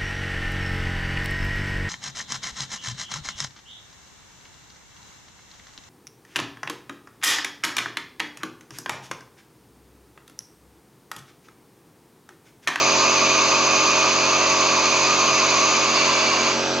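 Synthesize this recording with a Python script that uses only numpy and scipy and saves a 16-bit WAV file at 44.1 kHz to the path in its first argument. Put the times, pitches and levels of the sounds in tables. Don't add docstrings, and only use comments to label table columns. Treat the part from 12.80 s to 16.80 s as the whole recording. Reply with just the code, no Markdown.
import sys
import numpy as np
from scipy import signal
from scipy.fft import rfft, irfft
from scipy.io import wavfile
from scipy.ndimage import uniform_filter1d

SR = 44100
rng = np.random.default_rng(int(sys.argv[2]) if len(sys.argv) > 2 else 0)


def pcm_store(signal):
    levels = np.round(np.clip(np.atleast_2d(signal), -1, 1) * 32767)
    wavfile.write(sys.argv[1], SR, levels.astype(np.int16).T)


N = 176400
T = np.arange(N) / SR
HZ = np.fft.rfftfreq(N, 1 / SR)


def amp(db):
    return 10 ** (np.asarray(db) / 20)


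def unit_rms(x):
    return x / np.sqrt(np.mean(x ** 2) + 1e-20)


def over_time(points):
    return np.interp(T, *np.transpose(points))


def over_frequency(points):
    hz, value = np.transpose(points)
    return np.interp(np.log(HZ + 1), np.log(hz + 1), value)


def low_cut(corner_hz, order=4):
    ratio = (HZ / corner_hz) ** order
    return ratio / np.hypot(1, ratio)


def drift(rate_hz):
    t = np.linspace(0, N / SR, 1024)
    hz = np.fft.rfftfreq(len(t), t[1])
    slow = rfft(rng.standard_normal(len(t))) / (1 + (hz / rate_hz) ** 4)
    return np.interp(T, t, unit_rms(irfft(slow)))


def tone(cycles, db, start_rad, waver_db=0.34, waver_hz=4.6, wobble_rad=0.047):
    peak = np.sqrt(2) * amp(db + waver_db * drift(waver_hz))
    return peak * np.sin(2 * np.pi * cycles + start_rad + wobble_rad * drift(waver_hz))


def turbulence(density, patchy_db):
    frames = dict(nperseg=512, noverlap=384)
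    cells = signal.stft(rng.standard_normal((2, N)), **frames)[2]
    patches = uniform_filter1d(rng.standard_normal(cells.shape[1:]), size=6, axis=0)
    patches = uniform_filter1d(patches, size=10, axis=1)
    churn = signal.istft(cells * amp(patchy_db * unit_rms(patches)), **frames)[1][:, :N]
    return irfft(rfft(unit_rms(churn)) * density * np.sqrt(SR / 2), N)


def enclosure(x, t60_s=.35, reflected_db=-4):
    t = T[:SR // 2]
    tail = rng.standard_normal((2, len(t))) * amp(-60 * t / t60_s)
    tail /= np.linalg.norm(tail, axis=1, keepdims=True)
    already_running = np.pad(x, ((0, 0), (len(t) - 1, 0)), mode="reflect")
    reflections = signal.fftconvolve(already_running, tail, "valid", axes=1)
    return (x + amp(reflected_db) * reflections) / np.hypot(1, amp(reflected_db))


# (frequency [Hz], coherence [0..1])
MIC_COHERENCE = [(300, .99), (950, .96), (1600, .82), (2700, .8), (4600, .68), (6200, .85), (7500, .99)]

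def stereo_spread(pair):
    angle = np.arccos(np.clip(over_frequency(MIC_COHERENCE), 0, 1)) / 2
    mid, side = rfft(pair) * np.array([np.cos(angle), np.sin(angle)])
    return irfft(np.array([mid + side, mid - side]), N)


# (frequency [Hz], density [dB per Hz])
FAN_RUSH = [(20, -98), (45, -83.5), (65, -80.5), (85, -81.5), (120, -73), (162, -68), (205, -68.5),
            (265, -66), (330, -66.5), (480, -67.5), (560, -59.5), (650, -57), (800, -64), (1200, -62),
            (1900, -66.5), (2500, -62), (3400, -65.5), (4400, -62.5), (5300, -65.5), (5950, -63),
            (6500, -67.5), (6800, -74.5), (7300, -75.5), (7900, -79.5)]
# (frequency [Hz], relative level [dB])
BLADE_TONES = [(229, -49), (235, -43.5)]
# (time [s], gain [dB])
BLADE_SWELL = [(0, 2), (1.5, -1), (2.8, 0.5), (3.4, 3), (4, 6)]

def cooling_fans():
    blades = sum(tone(hz * T, db, 2 * np.pi * rng.random()) for hz, db in BLADE_TONES)
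    rush = turbulence(amp(over_frequency(FAN_RUSH)), patchy_db=1.25)
    return stereo_spread(enclosure(rush)) + blades * amp(over_time(BLADE_SWELL))


# (time [s], speed [turns per second])
SHAFT_SPEED = [(0, 45.42), (2.2, 45.43), (3.0, 45.455), (4, 45.465)]
# (order [multiple of shaft speed], relative level [dB])
PUMP_TONES = [(2, -50.5), (3, -44.0), (4, -54.5), (5, -51), (6, -41), (7, -38.7), (8, -37.5), (9, -36.5),
              (10, -45.5), (11, -42.5), (12, -36), (13, -40.5), (14, -35), (15, -47), (16, -42.1),
              (17, -51), (18, -50.5), (19, -40), (20, -42.5), (22, -47), (23, -55.5), (24, -44),
              (25, -48.5), (26, -46), (27, -43), (28, -43.5), (29, -60.5), (30, -44.5), (31, -44.6),
              (33, -49.3), (34, -47.5), (35, -43.5), (36, -46.5), (39, -57)]
# (order [multiple of shaft speed], relative level [dB])
PUMP_THROB = [(6.8, -49.5), (7.2, -49.5), (7.8, -45), (8.2, -48.5), (8.8, -54), (11.8, -44.5),
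              (12.2, -48.5), (12.4, -49.5), (15.8, -51), (16.2, -50), (19.2, -47), (21.2, -46.5)]
# (time [s], gain [dB])
PUMP_SWELL = [(0, .5), (.6, 0), (1.5, 0), (3.4, -1), (4, 1.4)]

def pump(scatter_rad=.55):
    turns = np.cumsum(over_time(SHAFT_SPEED)) / SR
    drone = np.zeros(N)
    for order, db in PUMP_TONES:
        stroke_rad = order % 2 * np.pi / 2
        drone += tone(order * turns, db, stroke_rad + scatter_rad * rng.standard_normal())
    for order, db in PUMP_THROB:
        drone += tone(order * turns, db, 2 * np.pi * rng.random())
    return drone * amp(over_time(PUMP_SWELL))


# (time [s], gain [dB])
WHISTLE_SWELL = [(0, 0), (.45, 2.5), (.75, 1.5), (1.0, 3), (1.35, 0), (1.7, 2), (2.0, -1), (2.3, 1.5),
                 (2.65, 1.5), (3.0, 0.5), (3.09, 0), (3.2, 1.5), (3.45, 2), (3.7, -0.5)]

def spindle_bore(resonances, whistles, rush_db, cutoff_hz=540, patchy_db=0.45):
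    density = amp(over_frequency(resonances) + rush_db) * low_cut(cutoff_hz)
    rush = enclosure(turbulence(density, patchy_db))
    whistle_power = sum(amp(db) ** 2 * 2 / (np.pi * width) / (1 + ((HZ - hz) / width) ** 2) ** 2
                        for hz, width, db in whistles)
    return rush + amp(over_time(WHISTLE_SWELL)) * turbulence(np.sqrt(whistle_power), patchy_db)


# (frequency [Hz], relative density [dB per Hz])
PIPE_HEAD_UP = [(450, -82.5), (650, -56), (790, -73), (920, -56.5), (1080, -50), (1230, -57.5),
                (1330, -67.5), (1900, -66.5), (2250, -59), (2550, -54.5), (2800, -61.5), (3200, -70.2),
                (3750, -65), (3950, -62), (4500, -59), (5080, -61), (5350, -73.5), (5750, -67),
                (6150, -56.5), (6500, -59), (6850, -60.5), (7200, -73.5), (7700, -99), (8100, -76)]
PIPE_HEAD_DOWN = [(450, -79), (650, -57), (790, -72), (1000, -50), (1150, -49.5), (1330, -65), (1900, -65),
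                  (2350, -57.5), (2750, -54), (3200, -68.5), (3800, -66.7), (4550, -56.5), (5080, -60),
                  (5350, -78.5), (5750, -72), (6250, -55.5), (6900, -63), (7250, -75), (7700, -95),
                  (8100, -69.5)]
# (frequency [Hz], width [Hz], relative level [dB])
WHISTLES_HEAD_UP = [(914, 6.9, -41), (1148, 18, -34), (1223, 9.5, -34.5), (2373, 14, -43), (2450, 12, -35),
                    (2573, 9, -40.5), (2675, 10, -37.5), (2980, 6.6, -46), (3060, 5, -48), (3630, 39, -45),
                    (4385, 23, -44.5), (4690, 8.7, -42.5), (4935, 7.3, -39.5), (6150, 12, -43.5),
                    (6150, 11, -42.5), (6306, 65, -35.5), (7330, 8.5, -55)]
WHISTLES_HEAD_DOWN = [(1160, 33, -39), (2330, 20, -33.5), (3500, 25, -42), (4340, 14, -40), (4500, 14, -42),
                      (4500, 25, -41), (6200, 33, -46)]
# (time [s], gain [dB])
AIR_FLOW = [(0, 2), (.5, 2.07), (1.0, 1.46), (1.45, 1), (2.0, 1.65), (2.35, 1.2), (2.6, 2), (2.95, 2.2),
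            (3.25, 1.8), (3.5, 0), (3.7, -0.7)]

def air_blast(leave_s=3.07, arrive_s=3.11, fade_s=0.2, shut_s=3.704, shut_db_per_s=118, flutter_db=0.33):
    fade_out = np.sin(np.clip((leave_s - T) / fade_s + .5, 0, 1) * np.pi / 2)
    fade_in = np.sin(np.clip((T - arrive_s) / fade_s + .5, 0, 1) * np.pi / 2)
    head_up = spindle_bore(PIPE_HEAD_UP, WHISTLES_HEAD_UP, rush_db=-0.66)
    head_down = spindle_bore(PIPE_HEAD_DOWN, WHISTLES_HEAD_DOWN, rush_db=-0.05)
    air = fade_out * head_up + fade_in * head_down
    valve_db = -shut_db_per_s * np.maximum(T - shut_s, 0)
    flow_db = over_time(AIR_FLOW) + valve_db + flutter_db * drift(rate_hz=25)
    return stereo_spread(air * amp(flow_db))


def scene():
    return air_blast() + cooling_fans() + pump()


# (frequency [Hz], left lead [rad])
MIC_LEAD = [(0, 0), (100, -.05), (400, -.25), (1640, -.62), (3270, -.7), (5080, -.58), (6370, -.45),
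            (8000, 0)]
# (frequency [Hz], left minus right [dB])
MIC_BALANCE = [(60, -1.0), (100, -1.0), (180, -1.0), (310, -1.0), (540, -1.4), (930, -1.5), (1600, -1.2),
               (2770, -2.0), (4780, -0.5), (8270, -1.0)]

def record(dry, low_cut_hz=26, top_hz=7950):
    left = np.exp(.5j * over_frequency(MIC_LEAD)) * amp(over_frequency(MIC_BALANCE) / 2)
    right = 1 / left
    heard = irfft(rfft(dry) * np.array([left, right]) * low_cut(low_cut_hz), N)
    low_pass = signal.firwin(151, top_hz, window=("kaiser", 9), fs=SR)
    return signal.oaconvolve(heard, low_pass[None], "same", axes=1)


dry = scene()
out = record(dry)
pcm_store(out)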